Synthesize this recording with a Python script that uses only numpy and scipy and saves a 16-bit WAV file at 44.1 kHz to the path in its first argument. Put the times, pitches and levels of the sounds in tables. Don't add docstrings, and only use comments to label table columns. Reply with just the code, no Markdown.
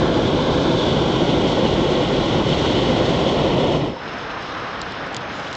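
import sys
import numpy as np
from scipy import signal
from scipy.fft import rfft, irfft, next_fast_len
from scipy.io import wavfile
from scipy.ndimage import uniform_filter1d

SR = 44100
rng = np.random.default_rng(int(sys.argv[2]) if len(sys.argv) > 2 else 0)


def nominal_scale(level):
    x = np.asarray(level, float) / 20
    return 10 ** x


def dump_mix(stems):
    frames = np.atleast_2d(stems).T
    limited = np.clip(frames, -1, 1)
    pcm = np.round(limited * 32767).astype(np.int16)
    wavfile.write(sys.argv[1], SR, pcm)


N = 245195

# frequency in Hz, spectral level in dB per Hz.
GROUND_SPECTRUM = [(12, -59), (20, -17.5), (75, -5), (160, -1.5), (240, -4.5), (294, -2), (416, -5),
                   (442, -2), (612, -3.5), (798, -2.5), (939, -4), (1500, -3.5), (2600, -14.5), (3380, -45),
                   (5720, -120)]
# frequency in Hz, spectral level in dB per Hz.
HISS_SPECTRUM = [(1500, -19), (2200, -9.5), (2900, 0.5), (3600, -2.5), (4100, -5), (4500, -10.5),
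                 (5200, -8), (5700, -15.5), (6400, -18), (6900, -25.5), (7800, -31), (9500, -24)]
# centre in seconds, level change in dB, half length in seconds.
PUFFS = [
    (4.5, 1, 0.092),
    (4.8, 1, .1),
    (5.27, -2, .07),
    (5.45, 2, 0.099),
]
# centre in Hz, width in Hz, start in seconds, end in seconds, level in dB.
WHISTLES = [
    (5230, 240, 3.6, 4.3, -53.5),
    (5330, 200, 4.34, 5.04, -56),
    (6350, 200, 4.1, 4.75, -64),
    (6300, 200, 5.24, 5.33, -60),
    (6900, 250, 5.35, 5.4, -56),
    (5600, 2600, 5.34, 5.6, -53),
    (1150, 450, 4.5, 4.85, -34),
]
# time in seconds, peak in dB, ring in Hz, length in ms.
TICKS = [(4.8163, -16.5, 4600, 1.3), (4.9224, -28, 4300, 1.2), (5.0655, -38, 5000, 1.0),
         (5.0752, -35, 4800, 1.0), (5.1278, -33, 4200, 1.8), (5.1454, -20, 3400, 2.6),
         (5.1661, -15, 3900, 1.7), (5.397, -33, 4700, 2.0), (5.481, -31, 4000, 1.2),
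         (5.5285, -24, 3800, 2.0), (5.5512, -23, 4100, 1.8), (5.1698, -26, 3700, .8),
         (5.5335, -29, 5000, 1.2), (5.514, -34, 4800, 1.2), (4.425, -34, 5500, 1.0)]
# time in seconds, ring in Hz, level in dB, 60 dB decay time in seconds.
KNOCK = (3.964, 930, -23, .07)
# frequency in Hz, spectral level in dB per Hz.
ROAR_SPECTRUM = [(12, -44.5), (20, -21), (48, -9), (97, -7.5), (142, -0.5), (200, -4), (367, -2.5),
                 (431, -7.5), (517, -7), (729, -12), (1070, -13.5), (1210, -18), (1540, -18.5),
                 (1700, -21.5), (2500, -28.5), (3250, -59.5), (5500, -120)]
# frequency in Hz, spectral level in dB per Hz.
JET_SPECTRUM = [(1500, -23.5), (2000, -6), (2400, -15.5), (2800, -7.5), (3300, -1.5), (4000, -8),
                (4600, -11.5), (5300, -14.5), (6000, -18.5), (6600, -20.5), (7200, -26), (7800, -27),
                (9500, -31)]
# centre in Hz, width in Hz, level change in dB.
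FRAME_MODES = [(145, 150, -0.5), (509, 80, 4), (1227, 99, -6), (2150, 250, 0), (2620, 280, 2),
               (2953, 90, 4.5), (3230, 140, -1)]
# time in seconds, level in dB.
PRESSURE = [
    (0, -3),
    (.55, -2),
    (1.0, 0.5),
    (2.0, 0),
    (2.6, 2.5),
    (3.3, 0.5),
    (3.55, -1),
]
# centre in seconds, level change in dB, half length in seconds.
STUMBLES = [
    (1.1, -1.5, 0.12),
    (2.42, -3.5, .06),
]
# time in seconds, first dip in Hz, reflection strength in dB.
TURN = [
    (0, 1900, 4.5),
    (.3, 1840, 11),
    (.65, 1900, 11),
    (1.0, 1780, 12.5),
    (1.5, 1695, 9.5),
    (2.2, 1673, 10.5),
    (3.0, 1645, 6.5),
    (3.9, 1580, 13.5),
]
# centre in Hz when the first dip is at 1700 Hz, share of the slide as an exponent,
# width in Hz, dB per dB of strength, dB added per octave of slide.
COMB = [(1703, 1, 244, -1, 9), (3230, 1, 830, 0.2939, 8.5), (4890, 0.29, 170, -.5, 19.5),
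        (2645, .5, 220, -0.1, -24.5), (7000, 0.1, 8400, -0.02, 10)]
# frequency in Hz, gain in dB.
BAND_EDGE = [(7600, -1), (8000, -6), (8400, -12), (8700, -20), (8900, -22.5), (9150, -43), (9400, -75)]


def rms_one(x):
    return x / np.sqrt(np.mean(x ** 2) + 1e-20)


def bumps(rows):
    t = np.arange(N) / SR
    return sum(db * np.exp(-((t - s) / half_s) ** 2) for s, db, half_s in rows)


def drift(rate):
    r = np.exp(-80 * np.pi * rate / SR)
    steps = rng.standard_normal(N // 40 + 2002)
    slow = signal.lfilter([1], [1, -2 * r, r * r], steps)[2000:]
    return np.interp(np.arange(N) / 40, np.arange(len(slow)), rms_one(slow))


def bell(hz, centre_hz, width_hz):
    return 1 / (1 + (2 * (hz - centre_hz) / width_hz) ** 2)


def resonance(x, hz, width_hz):
    r = np.exp(-np.pi * width_hz / SR)
    poles = [1, -2 * r * np.cos(2 * np.pi * hz / SR), r * r]
    return signal.lfilter([(1 - r * r) / 2, 0, (r * r - 1) / 2], poles, x)


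def turbulence(spectrum, patchy_db, together_db, modes=()):
    hz = np.maximum(np.fft.rfftfreq(N, 1 / SR), 1)
    point_hz, point_db = np.transpose(spectrum)
    level_db = np.interp(np.log(hz), np.log(point_hz), point_db, left=-90, right=-90)
    for centre_hz, width_hz, mode_db in modes:
        level_db += mode_db * bell(hz, centre_hz, width_hz)
    coloured = rfft(rng.standard_normal(N)) * nominal_scale(level_db)
    place = np.clip(2 * np.log2(hz / 180), 0, 10)
    common_db = together_db * drift(30)
    out = irfft(coloured * np.clip(1 - place, 0, 1), N)
    for band in range(1, 11):
        share = np.clip(1 - np.abs(place - band), 0, 1)
        own_db = patchy_db * (drift(16) + 0.25 * drift(3.8))
        out += irfft(coloured * share, N) * nominal_scale(common_db + own_db)
    return rms_one(out)


def pilot_whistles():
    t = np.arange(N) / SR
    out = np.zeros(N)
    for hz, width_hz, start, end, level_db in WHISTLES:
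        band = resonance(resonance(rng.standard_normal(N), hz, width_hz), hz, width_hz)
        fade = np.interp(t, [start - .05, start + 0.022, end - .03, end + .05], [0, 1, 1, 0])
        out += nominal_scale(level_db + 0.79 * drift(6.3)) * rms_one(band) * fade
    return out


def background():
    ducked_db, release_s, recovery_s = -16.5, 3.826, 0.24
    ground_db, hiss_db, hiss_duck_share = -28, -38.5, 0.82
    duck_db = ducked_db * np.clip(1 - (np.arange(N) / SR - release_s) / recovery_s, 0, 1)
    ground_gain = nominal_scale(ground_db + duck_db)
    hiss_gain = nominal_scale(hiss_db + hiss_duck_share * duck_db + bumps(PUFFS))
    ground = ground_gain * turbulence(GROUND_SPECTRUM, patchy_db=0.1, together_db=0.76)
    hiss = hiss_gain * turbulence(HISS_SPECTRUM, patchy_db=0.7, together_db=0.9)
    return ground + hiss + pilot_whistles()


def rigging_ticks():
    high_ring_hz, high_ring_follows, high_ring_db = 6700, .3, -7
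    out, t = np.zeros(N + 900), np.arange(900) / SR
    grit = rng.standard_normal((len(TICKS), 900))
    crack_filter = signal.butter(2, [2700, 5900], "band", fs=SR, output="sos")
    for (s, peak_db, hz, length_ms), noise in zip(TICKS, grit):
        burst = noise * np.exp(-(t * 1000 / length_ms) ** 1.4)
        burst[:3] += 1.0
        crack = rms_one(signal.sosfilt(crack_filter, burst))
        low_ring = rms_one(resonance(burst, hz, 600))
        high_hz = high_ring_hz * (hz / 4000) ** high_ring_follows
        high_ring = rms_one(resonance(burst, high_hz, 700))
        sound = .9 * crack + low_ring + nominal_scale(high_ring_db) * high_ring
        typical = np.sqrt(np.sum(sound ** 2) * 1000 / (length_ms * SR))
        at = round(s * SR)
        out[at:at + 900] += nominal_scale(peak_db) * .55 * sound / typical
    return out[:N]


def valve_knock():
    s, hz, level_db, t60 = KNOCK
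    t = np.maximum(np.arange(N) / SR - s, 0)
    return nominal_scale(level_db - 60 * t / t60) * np.sin(2 * np.pi * hz * t) * (1 - np.exp(-t / .002))


def reflections(x):
    swell_hz, swell_width_hz, swell_db = 635, 160, 4
    swell_from_s, swell_rise_s = 2.97, 0.2
    hz, s, frames = signal.stft(x, SR, nperseg=1024)
    hz = hz[:, None]
    when, dip_hz, strength_db = np.transpose(TURN)
    slide = np.interp(s, when, dip_hz) / 1700
    strength_db = np.interp(s, when, strength_db)
    swell = np.clip((s - swell_from_s) / swell_rise_s, 0, 1)
    shape_db = swell_db * swell * bell(hz, swell_hz, swell_width_hz)
    for centre_hz, follows, width_hz, share, tilt_db in COMB:
        depth_db = share * strength_db + tilt_db * np.log2(slide)
        shape_db = shape_db + depth_db * bell(hz, centre_hz * slide ** follows, width_hz)
    return signal.istft(frames * nominal_scale(shape_db), SR, nperseg=1024)[1][:N]


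def burner():
    roar_full_db, jet_full_db, roar_follows = -16.5, -30, 0.09
    closing_s, closing_db_per_s, jet_closes_faster = 3.733, 28.5, 1.6
    collapse_s, collapse_db_per_s = 3.885, 137
    t = np.arange(N) / SR
    pressure_db = np.interp(t, *np.transpose(PRESSURE)) + bumps(STUMBLES)
    closing_db = -closing_db_per_s * np.maximum(t - closing_s, 0)
    collapse_db = -collapse_db_per_s * np.maximum(t - collapse_s, 0)
    roar_db = roar_full_db + roar_follows * pressure_db + closing_db + collapse_db
    jet_db = jet_full_db + pressure_db + jet_closes_faster * closing_db + collapse_db
    roar = nominal_scale(roar_db) * turbulence(ROAR_SPECTRUM, patchy_db=.5, together_db=0.63, modes=FRAME_MODES)
    jet = nominal_scale(jet_db) * turbulence(JET_SPECTRUM, patchy_db=.5, together_db=.7, modes=FRAME_MODES)
    return reflections(roar + jet)


def scene():
    mix = background() + rigging_ticks() + valve_knock() + burner()
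    return mix[None, :]


def top_cut(x):
    return signal.sosfilt(signal.butter(12, 8830, fs=SR, output="sos"), x)


def record(dry):
    squared = dry ** 2
    bent = dry - .12 * (squared - uniform_filter1d(squared, 4001))
    size = next_fast_len(N + 2048)
    hz = np.fft.rfftfreq(size, 1 / SR)
    edge = nominal_scale(np.interp(hz, *np.transpose(BAND_EDGE), right=-150))
    limited = irfft(rfft(bent, size) * edge, size)[:, :N]
    return top_cut(limited)


dry = scene()
out = record(dry)
dump_mix(out)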